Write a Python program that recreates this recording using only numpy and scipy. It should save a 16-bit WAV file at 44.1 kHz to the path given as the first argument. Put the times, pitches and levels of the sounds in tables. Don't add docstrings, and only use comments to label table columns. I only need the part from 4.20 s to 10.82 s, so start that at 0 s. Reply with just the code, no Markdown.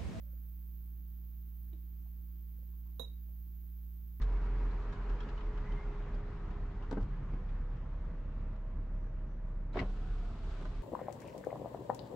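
import sys
import numpy as np
from scipy import signal
from scipy.fft import rfft, irfft
from scipy.io import wavfile
from scipy.ndimage import uniform_filter1d

SR = 44100
rng = np.random.default_rng(int(sys.argv[2]) if len(sys.argv) > 2 else 0)


def materialize(psi):
    bounded = np.clip(np.atleast_2d(psi).T, -1, 1)
    quanta = np.round(bounded * 32767).astype(np.int16)
    wavfile.write(sys.argv[1], SR, quanta)


N = 292030
TIME = np.arange(N) / SR


def gain_of(db):
    return 10 ** (np.asarray(db) / 20)


def unit_rms(x):
    return x / np.sqrt(np.mean(x ** 2) + 1e-20)


def spectrum_at(points, hz):
    f, value = np.transpose(points)
    return np.interp(np.log(hz + 1), np.log(f + 1), value)


def add(mix, s, sound):
    part = mix[..., max(round(s * SR), 0):][..., :sound.shape[-1]]
    part += sound[..., :part.shape[-1]]


def wander(rate_hz):
    hz = np.fft.rfftfreq(N, 1 / SR)
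    return unit_rms(irfft(rfft(rng.standard_normal(N)) * np.exp(-(hz / rate_hz) ** 2), N))


def swelling(sound, rise_s):
    return sound * (1 - np.exp(-np.arange(sound.shape[-1]) / SR / rise_s))


def edges_db(t, rise_s, fall_s):
    return 20 * np.log10(np.clip(np.minimum((t - t[0]) / rise_s, (t[-1] - t) / fall_s), .01, 1))


# (frequency [Hz], correlation [ratio])
SAME_FAR = [(60, 0.99), (250, 0.97), (500, 0.83), (1000, 0.79), (2000, 0.5), (4000, 0.057), (8000, 0.21),
            (12000, 0.81)]
SAME_NEAR = [(60, 0.92), (250, 0.97), (500, 0.96), (1000, .78), (2000, 0.16), (4000, 0.2), (8000, 0.2),
             (12000, .8)]
# (frequency [Hz], level [dB])
LEAN_FAR = [(60, -0.5), (400, -0.5), (1100, 0), (2000, 2.5), (5000, -1), (10000, -5.5)]
LEAN_NEAR = [(60, 0), (300, 0), (1000, 1), (2200, 4), (4500, -2.5), (10000, -2.5)]
def stereo(a, b, hz, far=False):
    same, lean = (SAME_FAR, LEAN_FAR) if far else (SAME_NEAR, LEAN_NEAR)
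    correlation = np.clip(spectrum_at(same, hz), -1, 1)
    mid, side = np.sqrt((1 + correlation) / 2) * a, np.sqrt((1 - correlation) / 2) * b
    tilt = gain_of(spectrum_at(lean, hz) / 2)
    return np.array([(mid + side) * tilt, (mid - side) / tilt])


def noise(colour, patchy_db, size, far=False):
    hz = np.fft.rfftfreq(size, 1 / SR)
    a, b, c, d, patches = rng.standard_normal((5, N * 4 // size + 5, len(hz)))
    patches = unit_rms(uniform_filter1d(uniform_filter1d(patches, size=7, axis=0), size=12, axis=1))
    shape = gain_of(spectrum_at(colour, hz) + patchy_db * patches)
    frames = stereo(a + 1j * b, c + 1j * d, hz, far) * shape
    _, wave = signal.istft(frames.swapaxes(1, 2), nperseg=size, noverlap=size * 3 // 4)
    return unit_rms(wave[:, :N])


def tone(rows, jitter, flutter_db, rate_hz, orders=((1, 0),)):
    times, pitches, levels = np.transpose(rows)
    out, t = np.zeros(N), np.arange(times[0], times[-1], 1 / SR)
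    hz, db = np.interp(t, times, pitches), np.interp(t, times, levels)
    knots = rng.standard_normal((2, 4096))
    speed, flutter = (np.interp((t - t[0]) * rate_hz, np.arange(len(k)), k) for k in knots)
    turns = np.cumsum(hz * (1 + jitter * speed)) / SR
    wave = sum(gain_of(d) * np.sin(2 * np.pi * (k * turns + rng.random())) for k, d in orders)
    fade = np.clip(np.minimum(t - t[0], t[-1] - t) / .015, 0, 1)
    add(out, t[0], np.sqrt(2) * wave * gain_of(db + flutter_db * flutter) * fade)
    return out


# (frequency [Hz], level [dB], T60 [s])
PANEL_MODES = [(192, -6, 0.45), (273, 2, 0.15), (371.5, -6.5, 0.22), (498, -6.5, 0.45), (568, -10.5, 0.11),
               (617, -5, 0.38), (702, -9.5, .3), (785, -9.5, 0.4), (934, -2, 0.2), (1115, -3, 0.079),
               (1288, -4.5, 0.27), (1540, -3, 0.055), (1944, -3, .15), (2106, 1, 0.09), (2570, -4, 0.46),
               (3060, -6, 0.18), (4100, -3.5, 0.08), (4650, -5, 0.14)]
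def strike(colour, t60, ring_db, tail_db, tail_t60, push_db=0, pitch=1, contact_s=.0001, size=16384):
    t, hz = np.arange(size) / SR, np.fft.rfftfreq(size, 1 / SR)
    envelope = gain_of(-60 * t / t60) + gain_of(tail_db - 60 * t / tail_t60)
    burst = rng.standard_normal((2, size)) * envelope
    burst[0, 0] += gain_of(push_db)
    phases = rng.uniform(0, 2 * np.pi, (len(PANEL_MODES), 2, 1))
    ring = sum(gain_of(db - 60 * t / decay) * np.sin(2 * np.pi * f * t + phase)
               for (f, db, decay), phase in zip(PANEL_MODES, phases))
    spectrum = stereo(*rfft(burst + gain_of(ring_db) * ring), hz)
    spectrum /= np.sqrt(uniform_filter1d(np.mean(abs(spectrum) ** 2, 0), size=120))
    log_gain = np.log(gain_of(spectrum_at(colour, abs(np.fft.fftfreq(size, 1 / SR)) / pitch)))
    causal = np.exp(np.conj(signal.hilbert(log_gain)))[:len(hz)]
    hit = irfft(spectrum * causal) * np.minimum(2 * (1 - t / t[-1]), 1) ** 4
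    hit *= np.tanh(t / contact_s) ** 2
    return hit / np.sqrt(np.sum(hit ** 2) / (2 * .01 * SR))


def knocks(rows, modes, contact_s):
    out, t = np.zeros((2, N)), np.arange(SR // 4) / SR
    hz = np.fft.rfftfreq(len(t), 1 / SR)
    f, db, t60 = np.transpose(modes)[..., None]
    for s, level_db, centre_hz, rolloff in rows:
        mode_db = level_db + db - rolloff * abs(np.log2(f / centre_hz))
        envelope = gain_of(mode_db - 60 * t / t60) * np.tanh(t / contact_s)
        direct = (envelope * np.sin(2 * np.pi * f * t)).sum(0)
        scattered = (envelope * np.sin(2 * np.pi * (f * t + rng.random(f.shape)))).sum(0)
        add(out, s, irfft(stereo(rfft(direct), rfft(scattered), hz)))
    return out


# (multiple of the firing rate [ratio], level [dB])
IDLE_ORDERS = [(1, 0), (2, -16), (3, -19), (4, -21.5), (5, -26)]
# (time [s], level [dB])
IDLE_LEVEL = [(0, -53.5), (1.5, -40), (6.62, -38.5)]
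DRONE_LEVEL = [(0, -32), (.45, -31), (.75, -36), (1.65, -40.5), (2, -49.5), (2.6, -58)]
def engines(firing_hz=33.48, drone_hz=43, sag_hz_per_s=1.352):
    idle = tone([(s, firing_hz, db) for s, db in IDLE_LEVEL],
                jitter=.014, flutter_db=1.5, rate_hz=13, orders=IDLE_ORDERS)
    drone = tone([(s, drone_hz - sag_hz_per_s * s, db) for s, db in DRONE_LEVEL],
                 jitter=.0045, flutter_db=3, rate_hz=9.6, orders=[(1, -1.5), (2, -29), (3, -25)])
    return (idle + drone) * gain_of([[-.4], [.4]])


# (frequency [Hz], density level [dB])
AIR_SPECTRUM = [(12, -21.5), (28, -8), (48, 2), (62, -8.5), (100, -11.5), (180, -15), (300, -25.5),
                (450, -29.5), (720, -37.5), (1100, -39), (2000, -46), (3500, -66.5), (6500, -69),
                (10000, -88.5)]
def air():
    level = gain_of(-45 + .81 * wander(rate_hz=9.4))
    return level * noise(AIR_SPECTRUM, patchy_db=1, size=4096, far=True)


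# (frequency [Hz], density level [dB])
TYRE_SPECTRUM = [(60, -1.5), (120, 12.5), (200, 4), (290, 5), (480, -0.5), (720, -4.5), (1000, 1),
                 (1600, -6), (2250, -12.5), (2900, -17.5), (4300, -24.5), (5500, -30), (7500, -36.5),
                 (10000, -57.5), (13000, -60.5)]
def traffic(nearest_s=.9, half_power_s=1.33, drop_s=4.38, drop_db=-2.5):
    passing_db = -50.5 - 10 * np.log10(1 + ((TIME - nearest_s) / half_power_s) ** 2)
    step_db = drop_db * (1 + np.tanh((TIME - drop_s) / .06)) / 2
    level = gain_of(passing_db + step_db + .49 * wander(rate_hz=4.6))
    return level * noise(TYRE_SPECTRUM, patchy_db=1.4, size=1024, far=True)


# (time [s], frequency [Hz], level [dB])
PUMP_WHINE = [(0, 445.6, -59.5), (.45, 434, -61.5), (.9, 423, -67), (1.25, 422.5, -56.5),
              (1.65, 412.6, -55), (2.95, 401.2, -64), (3.6, 346, -74)]
# (multiple [ratio], level [dB])
PUMP_ORDERS = [(1, -1.5), (2, -19), (5, -21.5)]
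# (start [s], end [s], first pitch [Hz], last pitch
# [Hz], level [dB], fade [dB/s])
FAINT_WHINES = [(0, 1.147, 409, 406, -60.5, -1.5), (1.498, 2.699, 731, 706, -74.5, -4.5),
                (2.78, 3.2, 150.2, 137.8, -46, 16), (3.1, 5.55, 483.7, 475.5, -66.5, 4.5),
                (3.553, 5.603, 641, 630.6, -69.5, -0.5), (3.601, 5.599, 559.6, 552.5, -74.5, -1.5),
                (0, 0.647, 2195, 2178, -75.5, 2), (0, 0.702, 966, 960, -66.5, -1.5),
                (3.699, 5.55, 954, 950, -79.5, 0.5)]
def roof_motors(settling_power=1.368):
    out = tone(PUMP_WHINE, jitter=.004, flutter_db=1.1, rate_hz=35, orders=PUMP_ORDERS)
    for start, end, first_hz, last_hz, db, fade in FAINT_WHINES:
        t = np.linspace(start, end, 200)
        hz = last_hz + (first_hz - last_hz) * np.linspace(1, 0, len(t)) ** settling_power
        level = db - fade * (t - start) + edges_db(t, rise_s=.1, fall_s=.1)
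        out += tone(np.c_[t, hz, level], jitter=.005, flutter_db=2, rate_hz=35,
                    orders=[(1, -1), (2, -23)])
    return out


# (frequency [Hz], level [dB])
RUB_SPECTRUM = [(200, -3.5), (1000, 5), (1550, 11), (2400, -0.5), (3250, 4), (3900, -2), (4900, -5),
                (8000, -20.5), (11000, -41)]
def rub(rise_s, pitch):
    burst = strike(RUB_SPECTRUM, t60=.09, ring_db=-24.5, tail_db=-18, tail_t60=.13, pitch=pitch)
    return swelling(burst, rise_s)


# (start [s], end [s], rub rate [1/s], base level [dB], fade [dB/s])
RUSTLES = [(0, 1.6, 45, -64, 2.5), (5.8, 6, 25, -74, -8)]
def rustle(spots=6, spread_db=5.5):
    out = np.zeros((2, N))
    for start, end, per_s, db, fade in RUSTLES:
        age = np.arange(0, end - start, 1 / SR)
        for chance, size in rng.random((spots, 2, N))[..., :len(age)]:
            slips = (spots * chance < per_s / SR) * gain_of(db - fade * age + spread_db * size)
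            add(out, start, signal.oaconvolve(slips[None], rub(rise_s=.018, pitch=1.25), axes=1))
    return out


# (time [s], rub level [dB], rub pitch [ratio], swell [s],
# ring level [dB], ring pitch [Hz], snap level [dB])
CREAKS = [(0.016, -50.5, 1.13, 0.0013, -65, 4240, -79), (.252, -63, 1.3, 0.0053, -73.5, 3800, -77),
          (0.506, -57, 0.65, .004, -64, 4100, -76), (.722, -54, 1.1, .008, -58, 3700, -71),
          (0.891, -54, .85, .003, -68, 2890, -70), (1.003, -53, 0.84, 0.0017, -53.5, 3250, -68),
          (1.0306, -61, .98, .001, -66, 3400, -78), (1.0862, -53, 0.86, .002, -66, 2670, -72),
          (1.176, -56, .8, .002, -57.5, 2960, -84), (1.2057, -54.5, 0.73, .002, -60, 3127, -80),
          (1.3736, -55.5, 0.78, .001, -61, 2920, -77), (1.52, -59, 0.87, .001, -59, 3080, -73.5),
          (1.9432, -65, 0.93, .001, -74, 4750, -75), (2.3053, -58, 0.76, 0.0018, -77, 2979, -75),
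          (2.624, -65, .93, .001, -63, 2920, -80), (2.805, -63, 1, .02, -76, 3000, -62),
          (3.289, -61.5, 0.73, .001, -69, 3400, -86), (3.565, -68, 0.78, 0.0029, -70.5, 3130, -90),
          (4.359, -68, 0.64, .001, -84, 3900, -83)]
# (frequency [Hz], level [dB])
SNAP_SPECTRUM = [(500, -8.5), (3000, -5.5), (5000, 2.5), (7000, -6), (9000, -21), (12000, -42)]
# (multiple of the ring pitch [ratio], level [dB], T60 [s])
LINK_MODES = [(.46, -2, 0.12), (1, 2.5, 0.054), (1.09, -6.5, .05), (1.62, -11.5, 0.035)]
def creaks():
    out, t = np.zeros((2, N)), np.arange(SR // 4) / SR
    for s, rub_db, pitch, swell_s, ring_db, ring_hz, snap_db in CREAKS:
        add(out, s, gain_of(rub_db) * rub(swell_s, pitch))
        snap = strike(SNAP_SPECTRUM, t60=.051, ring_db=-41.5, tail_db=-15, tail_t60=.12)
        add(out, s, gain_of(snap_db) * swelling(snap, swell_s))
        for ratio, mode_db, t60 in LINK_MODES:
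            phase = 2 * np.pi * (ring_hz * ratio * t + rng.random((2, 1)))
            add(out, s, swelling(gain_of(ring_db + mode_db - 60 * t / t60) * np.sin(phase), swell_s))
    return out


# (time [s], level [dB], centre [Hz], roll-off [dB/octave])
ARM_KNOCKS = [(.508, -52, 1100, 8), (.724, -50, 1500, 4), (.897, -52, 1800, 4), (1.003, -52, 950, 5),
              (1.088, -52, 700, 4), (1.376, -55, 1700, 6)]
# (frequency [Hz], level [dB], T60 [s])
ARM_MODES = [(696, -5, .08), (853, -1, 0.079), (978, 0.5, .11), (1265, -3.5, 0.071), (1644, -1.5, .15),
             (2150, -9.5, .06)]
def hinge_arms():
    return knocks(ARM_KNOCKS, ARM_MODES, contact_s=.003)


# (time [s], frequency [Hz], squeal level [dB], rough rub level [dB])
SQUEAL = [(1.33, 1932, -78, -71), (1.445, 1976, -74, -71), (1.465, 2006, -66, -68), (1.525, 2045, -65, -68),
          (1.548, 2080, -70, -74), (1.59, 2093, -61, -76), (1.635, 2130, -64, -73), (1.662, 2150, -76, -79)]
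def hinge_squeal():
    squeal = tone([(s, hz, db) for s, hz, db, _ in SQUEAL], jitter=.011, flutter_db=2, rate_hz=200)
    rough = tone([(s, hz, db) for s, hz, _, db in SQUEAL], jitter=.045, flutter_db=4, rate_hz=450)
    return squeal + rough


# (time [s], thud level [dB], thud pitch [ratio], clack level
# [dB], # clack pitch [ratio], tick level [dB])
BLOWS = [(2.7118, -46.5, 1.43, -60, 0.82, -56.5), (2.7159, -45, 1.1, -59, 0.66, -79),
         (2.726, -34.5, 0.9, -56, 0.83, -63), (2.7708, -42, 1.1, -60, 0.58, -76),
         (2.7785, -43, 0.85, -54, .62, -85), (2.802, -41, 0.55, -68, .6, -74),
         (2.8289, -45.5, 0.68, -85, 1, -67), (3.005, -45.5, 0.55, -74, .8, -90),
         (3.136, -40.5, 0.6, -56, 0.62, -76), (5.5714, -38.5, 1.14, -48.5, 0.93, -76),
         (5.5925, -38.5, 0.9, -53, 1.2, -67), (5.612, -40, .62, -68, 0.96, -82),
         (6.411, -50.5, 1.25, -66, 0.79, -72), (6.4222, -54, 1.4, -59, 0.56, -68),
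         (6.4541, -50, 0.9, -56, 0.89, -67)]
# (frequency [Hz], level [dB])
THUD_SPECTRUM = [(60, -23), (130, -23.5), (200, 6.5), (280, 3.5), (480, -2), (750, -11.5), (1200, -14.5),
                 (2000, -44.5), (4000, -43.5), (9000, -75), (13000, -89)]
CLACK_SPECTRUM = [(200, -19), (700, 11.5), (1400, 0.5), (2100, 10), (3000, -1.5), (4500, -5), (6500, -27),
                  (9000, -42), (13000, -54.5), (20000, -84)]
TICK_SPECTRUM = [(500, 6.5), (2000, -8), (3500, 2), (5000, -1.5), (8000, -9.5), (10000, -25), (13000, -41)]
def body_blows():
    out = np.zeros((2, N))
    for s, thud_db, thud_pitch, clack_db, clack_pitch, tick_db in BLOWS:
        thud = strike(THUD_SPECTRUM, t60=.05, ring_db=-21.5, tail_db=-12.5, tail_t60=.26,
                      push_db=22.5, pitch=thud_pitch, contact_s=.00061)
        clack = strike(CLACK_SPECTRUM, t60=.045, ring_db=-18, tail_db=-31, tail_t60=.16,
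                       push_db=8, pitch=clack_pitch)
        tick = strike(TICK_SPECTRUM, t60=.014, ring_db=-39, tail_db=-8, tail_t60=.1)
        add(out, s, gain_of(thud_db) * thud + gain_of(clack_db) * clack + gain_of(tick_db) * tick)
    return out


# (time [s], level [dB], centre [Hz], roll-off [dB/octave])
LID_KNOCKS = [(2.7119, -31, 1400, 2), (2.7275, -38, 1500, 5), (2.7708, -32, 420, 0.5),
              (2.7805, -32.5, 230, 10)]
# (frequency [Hz], level [dB], T60 [s])
LID_MODES = [(210.5, -0.5, .07), (286, -1, 0.05), (332, -5.5, 0.045), (434, -1.5, 0.094), (618, -20, .1),
             (790, -14.5, .1), (917, -10, 0.074), (1080, -21, 0.056), (1230, -21, .04), (1483, -19, .09),
             (1550, -19, 0.087)]
def boot_lid():
    return knocks(LID_KNOCKS, LID_MODES, contact_s=.0012)


# (time [s], level [dB])
HEAVES = [(2.799, -25), (5.585, -26)]
# (frequency [Hz], level [dB], T60 [s])
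BODY_MODES = [(41.1, 0.5, 0.46), (76.2, -9, 0.23), (105.4, -9, 0.32), (130.7, -14.5, 0.4)]
def body_heave():
    out, t = np.zeros(N), np.arange(SR // 2) / SR
    sway = sum(gain_of(db - 60 * t / t60) * np.sin(2 * np.pi * hz * t) for hz, db, t60 in BODY_MODES)
    for s, db in HEAVES:
        add(out, s, gain_of(db) * swelling(sway, rise_s=.014))
    return out


# (start [s], length [s], nominal pitch [Hz], nominal glide [Hz], level [dB], warble [ratio])
BIRD_CALLS = [(3.937, 0.34, 2735, 90, -76.5, .028), (4.19, .2, 2780, -200, -81.5, .055),
              (4.69, 0.23, 5540, 605, -87, .035), (5.037, .14, 5830, 350, -88, .035),
              (5.235, .08, 7400, 79.5, -90, .04)]
def birds(detune=.979, echo_t60=.22, direct_db=-12, echo_db=-3.5):
    calls, t = np.zeros(N), np.arange(SR // 3) / SR
    progress = np.linspace(.01, .99, 50)
    arch_db = 10 * np.log10(np.sin(np.pi * progress))
    for start, length, hz, glide_hz, db, warble in BIRD_CALLS:
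        rows = np.c_[start + length * progress, hz + glide_hz * progress, db + arch_db]
        calls += tone(rows, jitter=warble, flutter_db=3, rate_hz=450, orders=[(detune, 0)])
    scatter = unit_rms(rng.standard_normal((2, len(t))) * gain_of(-60 * t / echo_t60)) / np.sqrt(len(t))
    echoes = signal.oaconvolve(calls[None], scatter, axes=1)[:, :N]
    return gain_of(direct_db) * calls + gain_of(echo_db) * echoes


# (frequency [Hz], density level [dB])
SLIDE_SPECTRUM = [(40, 15), (100, 8.5), (200, 1.5), (400, 7), (520, 0), (700, 1), (870, 2), (1350, -0.5),
                  (1900, -7), (2800, -7.5), (4300, -12), (6000, -20), (7800, -23), (10000, -37),
                  (12500, -42)]
def glass_slide(start_s=5.52, seal_s=6.36, seal_width_s=.15, seal_db=3.5):
    slide_db = -57.5 + seal_db * np.exp(-((TIME - seal_s) / seal_width_s) ** 2)
    moving = np.clip((TIME - start_s) / .019, 0, 1)
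    level = moving * gain_of(slide_db + .54 * wander(rate_hz=49))
    return level * noise(SLIDE_SPECTRUM, patchy_db=.95, size=1024)


# (frequency [Hz], level [dB], T60 [s])
HOOK_MODES = [(1050, -7.5, 0.081), (1490, -8.5, 0.046), (1962, -1, 0.059), (2136, 1, 0.045),
              (2184, -2, 0.05), (2580, -9, 0.042), (2860, -9.5, 0.053), (3960, -15, 0.045),
              (4500, -20, .04)]
def latch(spring_s=5.532, spring_hz=3940, spring_t60=.022, hook_s=5.5915, left_db=9.5):
    out, t = np.zeros((2, N)), np.arange(SR // 5) / SR
    ping = gain_of(-55.5 - 60 * t / spring_t60) * np.sin(2 * np.pi * spring_hz * t)
    add(out, spring_s, np.tanh(t / .001) * ping)
    pan = gain_of([[left_db / 2], [-left_db / 2]])
    for hz, db, t60 in HOOK_MODES:
        phase = 2 * np.pi * (hz * t + rng.random() + .41 * rng.random((2, 1)))
        envelope = gain_of(-36.5 + db - 60 * t / t60) * np.tanh(t / .0006)
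        add(out, hook_s, pan * envelope * np.sin(phase))
    return out


# (start [s], peak [s], level [dB], rise [dB/s], fall [dB/s], pitch [ratio])
GRINDS = [(5.54, 5.576, -42, 230, 450, 0.68), (5.541, 5.601, -43, 270, 560, 1.54),
          (5.61, 5.621, -44.5, 600, 270, 0.51)]
# (frequency [Hz], density level [dB])
GRIND_SPECTRUM = [(150, -12), (400, -2), (900, 0), (1500, -3), (2200, -9.5), (3200, -17), (5000, -36),
                  (9000, -62)]
def latch_grind(slips_per_s=3000):
    out, t = np.zeros((2, N)), np.arange(SR // 4) / SR
    hz = np.fft.rfftfreq(len(t), 1 / SR)
    for start, peak_s, db, rise, fall, pitch in GRINDS:
        slips = rng.standard_normal((2, len(t))) * (rng.random(len(t)) < slips_per_s / SR)
        spectrum = stereo(*rfft(slips), hz) * gain_of(spectrum_at(GRIND_SPECTRUM, hz / pitch))
        past_peak = start + t - peak_s
        envelope = gain_of(db + np.minimum(rise * past_peak, -fall * past_peak))
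        add(out, start, swelling(unit_rms(irfft(spectrum, len(t))) * envelope, rise_s=.0024))
    return out


# (time [s], level [dB], centre [Hz], roll-off [dB/octave])
BOLT_KNOCKS = [(5.5579, -28.5, 580, 11.5), (5.5716, -31, 300, 4), (5.6165, -33, 650, 6)]
# (frequency [Hz], level [dB], T60 [s])
HOUSING_MODES = [(278, -0.5, 0.13), (376, -4, 0.12), (413, 1, 0.074), (555, -7, .12), (620, -4, 0.064),
                 (695, -14, 0.11), (802, -19, .15), (914, -13, .1), (1067, -16, .15), (1256, -18, .12)]
def latch_bolt():
    return knocks(BOLT_KNOCKS, HOUSING_MODES, contact_s=.00068)


# (start [s], free shaft rate [Hz], loaded shaft rate [Hz], time of half load [s], level [dB])
WINDOW_MOTORS = [(5.64, 73, 60.1, 6.14, -63.5), (5.78, 78.2, 64.3, 6.08, -66)]
# (multiple of the shaft rate [ratio], level [dB])
WINDOW_ORDERS = [(4, -7.5), (6, -4.5), (10, -6), (18, -14.5), (20, -14.5), (21, -20.5)]
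def window_motors(end_s=6.62, load_s=.115, door_hz=1280, door_half_width_hz=66, door_db=3.5):
    out = np.zeros(N)
    for start, free_hz, loaded_hz, half_s, db in WINDOW_MOTORS:
        t = np.linspace(start, end_s, 200)
        shaft_hz = loaded_hz + (free_hz - loaded_hz) / (1 + np.exp((t - half_s) / load_s))
        level = db + edges_db(t, rise_s=.06, fall_s=.23)
        for order, order_db in WINDOW_ORDERS:
            hz = order * shaft_hz
            lift_db = door_db / (1 + ((hz - door_hz) / door_half_width_hz) ** 2)
            out += tone(np.c_[t, hz, level + order_db + lift_db], jitter=.013, flutter_db=3.5, rate_hz=60)
    return out


# (time [s], level [dB], centre [Hz], roll-off [dB/octave])
GLASS_KNOCKS = [(6.4505, -48.5, 1250, 3)]
# (frequency [Hz], level [dB], T60 [s])
GLASS_MODES = [(254, 5, .09), (620, 2, 0.094), (854, -2, .09), (1020, 0, 0.091), (1230, -2, .08),
               (1490, 0.5, .07), (1800, -6, .05)]
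def glass_bump():
    return knocks(GLASS_KNOCKS, GLASS_MODES, contact_s=.003)


def scene():
    background = engines() + air() + traffic()
    drives = roof_motors() + glass_slide() + window_motors()
    impacts = body_blows() + body_heave() + latch()
    hinges = creaks() + rustle() + hinge_squeal()
    return (background + drives + impacts + hinges + birds()
            + hinge_arms() + boot_lid() + latch_bolt() + glass_bump() + latch_grind())


def record(dry):
    lowpass = signal.firwin(255, cutoff=12800, window=("kaiser", 8), fs=SR)
    return signal.oaconvolve(dry, lowpass[None], "same")


dry = scene()
out = record(dry)
materialize(out)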